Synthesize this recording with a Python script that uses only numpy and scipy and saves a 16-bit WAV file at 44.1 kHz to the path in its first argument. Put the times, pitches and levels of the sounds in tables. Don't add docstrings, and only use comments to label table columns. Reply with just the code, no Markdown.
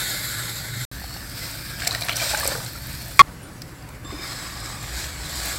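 import sys
import numpy as np
from scipy import signal
from scipy.fft import rfft, irfft
from scipy.io import wavfile
from scipy.ndimage import uniform_filter1d

SR = 44100
rng = np.random.default_rng(int(sys.argv[2]) if len(sys.argv) > 2 else 0)


def makeup_ratio(level_db):
    decades = np.asarray(level_db, float) / 20
    return 10 ** decades


def generate_wav(signal):
    frames = np.transpose(np.atleast_2d(signal))
    scaled = np.clip(frames, -1, 1) * 32767
    pcm = np.round(scaled).astype(np.int16)
    wavfile.write(sys.argv[1], SR, pcm)


N = 246078
CUT_S = 3.2184


def evened(x):
    return x / np.sqrt(np.mean(x ** 2) + 1e-20)


def read(points, hz):
    f, value = np.transpose(points)
    return np.interp(np.log(hz + 1), np.log(f + 1), value)


def columns(rows, t):
    s, *rest = np.transpose(rows)
    return [np.interp(t, s, c) for c in rest]


def add(mix, s, sound):
    part = mix[round(s * SR):][:len(sound)]
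    part += sound[:len(part)]


def slope(t, start, length):
    return np.clip((t - start) / max(length, .001), 0, 1)


def resonate(x, hz, width):
    turn = np.exp(2j * np.pi * np.cumsum(hz * np.ones(len(x))) / SR)
    r = np.exp(-np.pi * width / SR)
    return 2 * (turn * signal.lfilter([1 - r], [1, -r], x / turn)).real


def resonate_twice(x, hz, width):
    return resonate(resonate(x, hz, width), hz, width)


def boom(hz, width, steady=0.78):
    ring = evened(resonate(resonate(rng.standard_normal(N), hz, width), hz, 2 * width))
    lumps = np.sqrt(uniform_filter1d(ring ** 2, size=1500) + .02)
    return evened(ring / lumps ** steady)


def kitchen(x, t60=0.7, wet_db=-12):
    t = np.arange(9000) / SR
    tail = rng.standard_normal(9000) * makeup_ratio(-60 * t / t60) * (t > .003)
    return x + makeup_ratio(wet_db) * signal.oaconvolve(x, tail / np.linalg.norm(tail))[:N]


# low edge in Hz, high edge in Hz.
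BANDS_HZ = [
    (2900, 9500),
    (450, 2900),
    (9500, 15800),
]
# frequency in Hz, level in dB per Hz.
POT_COLOURS = [
    [(180, -42), (300, -11.5), (1230, -12.5), (1420, -2), (1890, -6.5), (2120, -2), (2380, -12),
     (2900, -17), (3660, -4), (4320, -2), (6020, -16.5), (7470, -4.5), (9420, -14), (11500, -3.5),
     (15700, -15.5)],
    [(180, -47), (300, -35), (385, -23), (572, -3.5), (1060, -8), (1630, -1), (2160, -5.5), (2340, -4),
     (2950, -11), (4390, -0.5), (5400, -4.5), (6600, -12.5), (7700, -4.5), (8500, -7), (10400, -16),
     (11900, -10), (15700, -16)],
    [(180, -28), (300, -12.5), (680, -11), (1330, -10.5), (2300, -15.5), (3100, -19.5), (4600, -16),
     (6600, -21.5), (7800, -16.5), (9700, -26.5), (11400, -20), (13500, -33), (15700, -25)],
    [(180, -23), (300, 0), (418, -12.5), (710, -2.5), (941, -7.5), (1680, -1), (2260, -3.5), (2810, -10),
     (3980, 1), (4930, -1), (6220, -8.5), (7850, 1), (9730, -16), (11500, -12), (15700, -20)],
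]
DROP_SHARES = [.08, .14, .04, .09]
# body in dB, share followed, air in dB, share followed.
FOLLOW = [
    (-39.5, 0.54, -44, 1.08),
    (-42.5, 0.4, -43.5, 0.67),
    (-45, 0.14, -53, 0.23),
    (-40.5, 0.68, -47, 1.1),
]
# start in s, sprays from in s, end in s, edge in s, body gain in dB,
# air change while thin in dB.
PLUNGE = (1.77, 2, 2.58, .05, 5, -2.5)


def hiss(liquid, effort_rows):
    smooth, burst = rng.standard_normal((2, N))
    drops = rng.random(N) < 900 / SR
    drops = evened(burst * signal.lfilter([1], [1, -.97], drops))
    share = DROP_SHARES[liquid]
    fizz = np.sqrt(1 - share) * smooth + np.sqrt(share) * drops
    hz, t, z = signal.stft(evened(kitchen(fizz, t60=0.1, wet_db=-11)), SR, nperseg=512, noverlap=384)

    start, wide, end, edge, deep_db, dull_db = PLUNGE
    plunge, thin = (slope(t, start, edge) - slope(t, s - edge, edge) for s in (end, wide))
    effort_db = columns(effort_rows, t)[0]
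    over_db = effort_db + 38
    body_db, body_share, air_db, air_share = FOLLOW[liquid]
    levels_db = (effort_db,
                 body_db + body_share * over_db + deep_db * plunge,
                 air_db + air_share * over_db + dull_db * thin)

    shape_db = read(POT_COLOURS[liquid], hz)
    fizz_lift, body_lift, air_lift = [
        db - 10 * np.log10(np.mean(makeup_ratio(2 * shape_db) * (hz > lo) * (hz < hi)))
        for db, (lo, hi) in zip(levels_db, BANDS_HZ)]
    low = np.clip((3600 - hz) / 1400, 0, 1)[:, None]
    high = np.clip((hz - 8500) / 2000, 0, 1)[:, None]
    level_db = shape_db[:, None] + (1 - low - high) * fizz_lift + low * body_lift + high * air_lift

    patches = uniform_filter1d(rng.standard_normal(z.shape), size=3, axis=0)
    patches = evened(uniform_filter1d(patches, size=24, axis=1))
    flicker = evened(uniform_filter1d(rng.standard_normal(len(t)), size=8))
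    z = z * makeup_ratio(level_db + 2 * patches + 0.86 * flicker)
    return signal.istft(z, SR, nperseg=512, noverlap=384)[1][:N]


# time in s, effort in dB.
SIMMER_EFFORT = [(0.02, -29.5), (0.5, -33.5), (0.72, -37.5), (0.82, -34.5)]


def simmer():
    return hiss(0, SIMMER_EFFORT)


# frequency in Hz, level in dB per Hz.
ROOM_COLOUR = [(12, -40), (24, -17), (48, -3.5), (64, -5.5), (90, -9), (124, -2.5), (241, -15), (286, -12),
               (340, -14.5), (370, -22.5), (600, -21.5), (780, -73), (1320, -120)]
# time in s, peak in dB, half length in s.
UPPER_BOOMS = [(0.412, -34.5, 0.16), (0.78, -28, 0.11), (0.932, -38.5, .06), (2.038, -35.5, 0.37),
               (2.586, -34.5, .08), (3.04, -40, .1), (4.2, -45.5, 0.22), (4.817, -37.5, 0.18)]
LOWER_BOOMS = [(.6, -53, 0.18), (1.0, -35, 0.12), (1.35, -40.5, 0.21), (1.95, -41, .15), (2.4, -35, 0.15),
               (2.9, -39.5, 0.16), (4.13, -38, .1), (4.56, -41, .07), (4.97, -30.5, 0.15),
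               (5.22, -34, 0.042), (5.45, -35, 0.19)]


def swells(rest_db, rows):
    t = np.arange(N) / SR
    return makeup_ratio(rest_db) + sum(makeup_ratio(db) * np.exp(-((t - s) / half) ** 2) for s, db, half in rows)


def rumble(level_db, upper_db, lower_db):
    colour_db = read(ROOM_COLOUR, np.fft.rfftfreq(N, 1 / SR))
    low = evened(irfft(rfft(rng.standard_normal(N)) * makeup_ratio(colour_db), N))
    upper = swells(upper_db, UPPER_BOOMS) * makeup_ratio(-5) * boom(117.9, 14.6)
    lower = swells(lower_db, LOWER_BOOMS) * makeup_ratio(-4) * boom(60.8, 16)
    return makeup_ratio(level_db - 2) * low + upper + lower


# time in s, effort in dB.
POUR_EFFORT = [(0.94, -43.5), (1.345, -42.5), (1.375, -36), (1.5, -37.5), (1.62, -40), (1.77, -41),
               (1.82, -37), (2.06, -38), (2.14, -39), (2.19, -30), (2.27, -26.5), (2.36, -29.5),
               (2.52, -32.5), (2.6, -38), (2.8, -43), (2.92, -40), (3.16, -42.5)]


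def pour():
    return hiss(1, POUR_EFFORT)


# start in s, peak in dB, pitch in Hz, t60 in s.
BUBBLES = [(0.916, -38.5, 1190, 0.051), (1.007, -36, 2400, .012), (1.017, -28, 800, 0.016),
           (1.041, -23.5, 740, 0.015), (1.107, -28.5, 1100, 0.012), (1.163, -26, 760, 0.016),
           (1.87, -22, 690, 0.046), (1.948, -16, 1830, 0.022), (1.955, -24.5, 623, 0.042),
           (2.018, -24, 670, 0.031), (2.0935, -14.5, 2310, 0.022), (2.09, -25.5, 675, 0.061),
           (2.096, -24, 1110, 0.018), (2.125, -30.5, 640, 0.04), (2.092, -15.5, 1330, 0.018),
           (2.195, -26, 2336, 0.05), (2.218, -21, 2314, 0.053), (2.216, -19.5, 658, 0.037),
           (2.223, -24, 608, 0.041), (2.311, -26, 1420, 0.03), (2.334, -21.5, 833, 0.076),
           (2.338, -24, 580, 0.047), (2.347, -11, 1530, 0.025), (2.405, -21, 1690, 0.042),
           (2.429, -22, 1150, 0.033), (2.454, -12.5, 542, 0.017), (2.483, -19, 526, 0.03),
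           (2.519, -19.5, 563, 0.02), (2.552, -22.5, 463, 0.039), (2.603, -26, 1195, 0.018),
           (2.754, -30, 1345, 0.041),
           (1.8197, -22, 1570, 0.025), (1.8312, -23, 1750, 0.021), (1.833, -35, 700, .04),
         (1.8567, -23, 1790, .015), (1.857, -30, 692, .04), (1.8726, -19, 2250, 0.029),
         (1.888, -29, 760, .04), (1.9155, -26, 1110, 0.024), (1.931, -30, 705, 0.044),
         (2.0178, -22, 2330, .03), (2.052, -32, 678, .04), (2.1689, -23, 1480, .02),
         (2.172, -37, 686, 0.027), (2.264, -28, 575, .05), (2.31, -28, 656, 0.042),
         (2.3141, -23, 2330, .03), (2.375, -30, 640, 0.062), (2.398, -29, 850, 0.037),
         (2.427, -25, 960, .03), (2.4533, -22.5, 2350, .02), (2.5182, -19, 1510, .015),
         (2.5506, -24, 1460, 0.027), (2.578, -30, 477, .06), (1.412, -36, 2010, .12)]
# start in s, peak in dB, pitch in Hz, t60 in s.
BUMPS = [(4.047, -35, 620, 0.018), (4.049, -29.5, 306, 0.053), (4.124, -27, 365, 0.046),
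         (4.132, -30, 238, 0.054), (4.143, -26.5, 286, 0.068), (4.191, -35, 340, 0.085),
         (4.655, -35, 280, 0.04), (5.2, -30.5, 900, 0.018)]
# start in s, peak in dB, pitch in Hz.
CATCHES = [(4.047, -36, 1100), (4.093, -35, 1060), (4.105, -30, 1120), (4.115, -35, 2100),
           (4.243, -31, 1240), (4.326, -33, 1720), (4.389, -33, 2010), (4.467, -30, 1090),
           (4.498, -33, 1710), (4.52, -33, 1090), (4.613, -34, 1570), (4.652, -36, 1200),
           (4.669, -32, 1190), (4.699, -31, 1210), (4.729, -34.5, 1140)]
CATCH_T60_S = .028
# time in s, level in dB.
GURGLE = [(1.8, -57), (1.86, -39), (2.0, -45), (2.15, -51), (2.22, -49), (2.4, -37.5), (2.55, -33.5),
          (2.66, -44)]


def bubble(hz, t60, rise=0.12):
    t = np.arange(4000) / SR
    phase = 2 * np.pi * hz * (t + rise * t ** 2 / (2 * t60))
    pop = 0.42 * np.sin(2.53 * phase) + 0.58 * np.sin(1.58 * phase) + 0.24 * np.sin(0.69 * phase)
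    ring = makeup_ratio(-60 * t / t60) * np.sin(phase)
    return (1 - np.exp(-t / 0.0012)) * (ring + np.exp(-t / 0.0017) * pop)


def bubbles():
    large, small, t = np.zeros(N), np.zeros(N), np.arange(N) / SR
    wobble = uniform_filter1d(uniform_filter1d(rng.standard_normal(N), size=70), size=40)
    churn = 1 + 0.35 * evened(wobble)
    for s, db, hz, t60 in BUBBLES + BUMPS + [(*row, CATCH_T60_S) for row in CATCHES]:
        add(large, s, makeup_ratio(db + 2) * bubble(hz, t60))
    for hz in np.geomspace(520, 2400, num=24):
        strengths = makeup_ratio(3.2 * np.minimum(rng.exponential(1, N), 2))
        starts = strengths * (rng.random(N) < 45 / SR)
        one = bubble(hz, 24 / hz, rng.uniform(-.05, 0.29)) * (600 / hz) ** 0.39
        small += signal.oaconvolve(starts, one)[:N]
    running = (t > GURGLE[0][0]) & (t < GURGLE[-1][0])
    return large * churn + running * makeup_ratio(columns(GURGLE, t)[0] - 4) * evened(small)


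# time in s, level in dB, resonance in Hz.
SLOSH = [(.93, -55, 4440), (1.05, -47, 4400), (1.14, -42, 4420), (1.2, -50, 4500), (1.23, -49, 4900),
         (1.33, -50, 4930), (1.39, -43, 5050), (1.45, -43, 4980), (1.5, -53, 5050), (1.58, -47, 5180),
         (1.8, -54, 5200)]


def slosh():
    t = np.arange(N) / SR
    level_db, hz = columns(SLOSH, t)
    fizz = rng.standard_normal(N)
    mouth = evened(resonate_twice(fizz, hz, 260))
    lower = makeup_ratio(-12) * evened(resonate(fizz, 0.5 * hz, 160))
    return makeup_ratio(level_db - 0.5) * (mouth + lower) * (t > SLOSH[0][0]) * (t < SLOSH[-1][0])


# start in s, peak in dB, loudest in Hz, wide spray in relative dB.
SPLATS = [(1.169, -28, 2860, -8), (1.7978, -20.5, 2700, 5), (1.802, -23, 3050, -1), (1.823, -26, 3500, 0),
          (2.11, -21, 2880, -1), (1.848, -22, 3700, -8), (2.0644, -27, 3280, -8), (2.093, -16, 3030, -11),
          (2.127, -18, 3000, -12), (2.141, -23, 3120, -10), (1.819, -19, 2300, -2), (1.8324, -19, 2290, -3),
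          (1.847, -19, 7600, 4), (1.8705, -9, 4240, 0), (1.873, -11.5, 5250, -6), (1.9164, -18, 4360, 3),
          (1.922, -19, 4150, -11), (1.926, -21, 4200, -8), (1.936, -25, 4000, -10), (1.957, -22, 3900, -4),
          (2.0206, -10.5, 3980, -15), (2.0842, -9.5, 2340, -2), (2.0931, -10, 2300, -9),
          (2.105, -18, 3100, -8), (2.1157, -17, 2340, -7), (2.157, -17.5, 5100, -8),
          (2.2005, -16, 2320, -5), (2.221, -15, 5120, 1), (2.293, -18, 3750, -10), (2.529, -20, 4400, -4),
          (2.6627, -21.5, 4100, -5)]
DROPLETS = [(0.9966, -27, 13000, 3), (1.1393, -28, 5210, 1), (1.1715, -28, 5150, -14),
            (1.5106, -23, 7900, 4), (1.5535, -26, 12000, 5), (1.6567, -29, 4460, 4), (1.7909, -30, 7780, 0),
            (1.8024, -21, 7830, -1), (1.296, -23, 8550, 6), (1.866, -17, 7650, 0), (1.8735, -4.5, 7560, 5),
            (1.926, -20, 8600, -2), (2.8594, -31, 7940, 2), (2.9494, -27, 5030, -3),
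            (3.5309, -39, 8000, -1.5), (3.6178, -20.5, 5000, 1), (3.7823, -40, 7920, -7),
            (3.8233, -35, 4900, -5), (3.8887, -32.5, 8550, -1.5), (3.9499, -42, 8010, -1.5),
            (4.37, -28, 5100, -8), (4.3873, -26, 4100, 2), (4.4986, -29, 2200, 9), (4.047, -34, 2600, 11),
            (4.572, -28, 4950, -3), (4.6009, -27, 8670, -2.5), (4.6588, -23, 5070, .3),
            (4.8274, -28, 7900, 0), (5.0403, -20, 3200, 11), (5.457, -15, 11000, 5),
            (4.84, -25.5, 1700, -5), (5.399, -19, 4900, 4), (4.31, -26, 4100, -10), (4.33, -25, 4200, -10)]
# as for splats, then t60 in s.
SNAPS = [(1.909, -9, 4010, -13, 0.011), (1.948, -9, 4300, 10, 0.013), (2.0097, -19, 9700, -4, .01),
         (2.0095, -20, 4300, -6, .012), (2.0148, -20, 11000, -3, .012), (2.034, -17, 4000, -7, 0.015),
         (2.0487, -20, 11400, -6, .01), (2.0905, -23, 7600, 0, 0.0092), (2.123, -23, 11800, -10, .02),
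         (2.123, -16.5, 4170, -8, .02), (2.1302, -24, 13000, 0, .008), (2.132, -18, 4200, -8, .014),
         (2.1583, -20, 8150, -8, 0.013), (2.1625, -19, 8540, -8, .014), (2.166, -12, 5900, -14, 0.013),
         (2.1694, -9, 9470, 7, .008), (2.304, -14, 4500, -1, 0.0087), (2.3732, -12, 7300, -6, .018),
         (2.3905, -19, 4500, -11, .014), (2.3987, -9, 10500, 7, .006), (2.4068, -21, 9300, -8, .01),
         (2.4122, -21, 12000, -2, .008), (2.4428, -24, 12000, 2, .006), (2.4466, -12, 8800, -4, .007),
         (2.4535, -20, 5000, 2, .01), (2.463, -17, 5180, -12, .016), (2.4752, -11, 7900, -6, .016),
         (2.4762, -6.5, 11500, 2, .008), (2.475, -9, 7700, 0, .01), (2.4787, -15, 8200, -8, .014),
         (2.4905, -23, 8000, 0, .008)]
SLAP_T60_S = 0.02
SPRAY_FALL_DB, TILT_PER_OCTAVE_DB = 1.5, 4.5
CAVITY_ROUGH = .9


def splats():
    out, t, bins_hz = np.zeros(N), np.arange(3000) / SR, np.fft.rfftfreq(3000, 1 / SR)
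    pot_db = read(POT_COLOURS[1], bins_hz) - 12 * np.clip(np.log2(1100 / (bins_hz + 1)), 0, 4)
    for s, db, hz, spray_db, t60 in [(*row, SLAP_T60_S) for row in SPLATS + DROPLETS] + SNAPS:
        spray_noise, ring_noise = rng.standard_normal((2, 3000))
        fade = makeup_ratio(-60 * t / t60) * (1 - np.exp(-t / (0.036 * t60))) ** 2
        tilt_db = TILT_PER_OCTAVE_DB * np.log2(hz / 4000) * np.log2(bins_hz / 4000 + 0.056)
        fall_db = SPRAY_FALL_DB * np.log2((bins_hz + 1) / hz) ** 2
        spray = evened(irfft(rfft(spray_noise) * makeup_ratio(pot_db + tilt_db - fall_db)))
        rough = evened(resonate(ring_noise, hz, 0.09 * hz))
        slap = fade * (np.sin(2 * np.pi * hz * t) + CAVITY_ROUGH * rough + makeup_ratio(spray_db) * spray)
        add(out, s, makeup_ratio(db - 2.5) * slap / np.max(abs(slap)))
    return out


# time in s, level in dB, resonance in Hz.
HOLLOW = [(1.33, -62, 1400), (1.38, -51, 1400), (1.53, -49, 1420), (1.6, -52, 1660), (1.72, -45, 1630),
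          (1.82, -48, 1600), (1.86, -60, 1600)]


def hollow():
    t = np.arange(N) / SR
    level_db, hz = columns(HOLLOW, t)
    fizz = rng.standard_normal(N)
    hum = evened(resonate_twice(fizz, hz, 150))
    upper = makeup_ratio(-3) * evened(resonate_twice(fizz, 1.44 * hz, 130))
    return makeup_ratio(level_db) * (hum + upper) * (t > HOLLOW[0][0]) * (t < HOLLOW[-1][0])


# start in s, end in s, pops per second, level in dB, (small, large) in Hz, width in Hz.
FOAM = (2.2, 3.19, 40, -58, (8300, 12300), 2400)


def foam():
    start, end, per_s, level_db, sizes_hz, width = FOAM
    t, out = np.arange(N) / SR, np.zeros(N)
    for hz in sizes_hz:
        strengths = makeup_ratio(4.3 * np.minimum(rng.exponential(1, N), 2.5))
        pops = strengths * (rng.random(N) < per_s / SR) * (t > start) * (t < end)
        puffs = rng.standard_normal(N) * signal.lfilter([1], [1, -.975], pops)
        out += makeup_ratio(level_db) * evened(resonate_twice(puffs, hz, width))
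    return out


# frequency in Hz, level in dB, t60 in s.
JAR_MODES = [(149, -28, .08), (1074, -6, .13), (1118, 2, .32), (1178, -16.5, .45), (1370, -12.5, .23),
             (1860, -10.5, .1), (2106, -12.5, .55), (2273, 5, .018), (2454, -15.5, .175), (2790, -24, .08),
             (3240, -10.5, .051), (3392, -15.5, .031), (4700, -13, .033), (5223, -25, .21)]
CLINK_S, CLINK_DB = 3.1925, 17


def clink():
    out, t = np.zeros(N), np.arange(round((CUT_S - CLINK_S) * SR)) / SR
    ring = np.zeros(len(t))
    for hz, db, t60 in JAR_MODES:
        swell = 1 - np.exp(-t * (hz / 1124) ** 3 / 0.0038)
        ring += makeup_ratio(db - 60 * t / t60) * swell * np.sin(2 * np.pi * hz * t)
    crack = makeup_ratio(-8.5 - 60 * t / 0.061) * signal.lfilter([.4], [1, -.6], rng.standard_normal(len(t)))
    add(out, CLINK_S, makeup_ratio(CLINK_DB - 13) * (ring + crack))
    return out


# time in s, effort in dB.
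STILL_EFFORT = [(3.22, -53), (3.5, -52), (4.0, -55)]


def still():
    return hiss(2, STILL_EFFORT)


# start in s, pitch in Hz, t60 in s, level in dB.
PING = (3.427, 9290, .22, -43)
# start in s, attack in s, length in s, pressure in dB, change to the end in dB.
STROKES = [
    (4.04, .004, 0.23, -51.5, 5),
    (4.045, .04, 0.2, -55, 11),
    (4.043, 0.0073, 0.8, -52, 3.5),
    (4.24, .04, .38, -47, -8),
    (4.043, .004, .07, -49, -6),
    (4.3, .06, 0.14, -46, 2),
]
# frequency in Hz, width in Hz, level in dB.
WALL_MODES = [
    [(3560, 60, 2)],
    [(5080, 75, 4), (2320, 70, -2)],
    [(1095, 85, 1.5)],
    [(5110, 75, 5)],
    [(7420, 90, 0)],
    [(7770, 80, 0)],
]
STROKE_RISES = [.022, 0, .088, 0, 0, 0]
LIFT_S = 0.04


def spatula():
    t, out = np.arange(N) / SR, np.zeros(N)
    s, hz, t60, db = PING
    tp = t[:9000]
    add(out, s, makeup_ratio(db - 60 * tp / t60) * (1 - np.exp(-tp / 0.0016)) * np.sin(2 * np.pi * hz * tp))
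    slips = makeup_ratio(1.9 * evened(uniform_filter1d(rng.standard_normal(N), size=900)))
    for (s, attack, length, pressure_db, change_db), modes, rise in zip(STROKES, WALL_MODES, STROKE_RISES):
        along = slope(t, s + attack, length - attack)
        touch = slope(t, s, attack) ** 2 * (1 - slope(t, s + length, LIFT_S))
        press = makeup_ratio(pressure_db + change_db * along) * touch
        for hz, width, db in modes:
            out += slips * press * makeup_ratio(db) * boom(hz * (1 + rise * along), width, steady=.65)
    return out


# time in s, effort in dB.
STIR_EFFORT = [(4.04, -64.5), (4.1, -47), (4.19, -44.5), (4.24, -37.5), (4.45, -38.5), (4.55, -40.5),
               (4.8, -41), (4.84, -38), (4.91, -38.5), (4.97, -33), (5.04, -35.5), (5.1, -39.5),
               (5.17, -40.5), (5.27, -36.5), (5.38, -33.5), (5.41, -34), (5.46, -30.5), (5.57, -33)]


def stir():
    return hiss(3, STIR_EFFORT)


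# start in s, end in s.
SILENT_S = (.8516, .9148)


def by_shot(first, second, third):
    t = np.arange(N) / SR
    start, end = SILENT_S
    first = first * slope(-t, -start, .0006)
    later = np.where(t < CUT_S, second, third)
    return np.where(t < start, first, np.where(t < end, 0, later))


# rumble in dB, upper mode in dB, lower mode in dB.
RUMBLES_DB = [
    (-39, -44.5, -52),
    (-38, -45.5, -48),
    (-38.5, -52, -52),
]


def scene():
    low = [rumble(*row) for row in RUMBLES_DB]
    steady = by_shot(simmer() + low[0], pour() + low[1], still() + stir() + low[2])
    wet = kitchen(bubbles() + splats() + foam())
    return (steady + wet + slosh() + hollow() + clink() + spatula())[None]


def top_cut(x):
    return signal.sosfilt(signal.butter(12, 15890, fs=SR, output="sos"), x)


# start in s, gain in dB.
FADE = (3.2148, -5.5)


def record(dry):
    t = np.arange(N) / SR
    clipped = dry / (1 + abs(dry) ** 12) ** (1 / 12)
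    start, step_db = FADE
    stepped = clipped * makeup_ratio(step_db * np.clip((t - start) / .0006, 0, 1) * (t < CUT_S))
    lowpass = signal.firwin(511, 15950, window=("kaiser", 9), fs=SR)
    band = signal.oaconvolve(stepped, lowpass[None], "same")
    return top_cut(band)


dry = scene()
out = record(dry)
generate_wav(out)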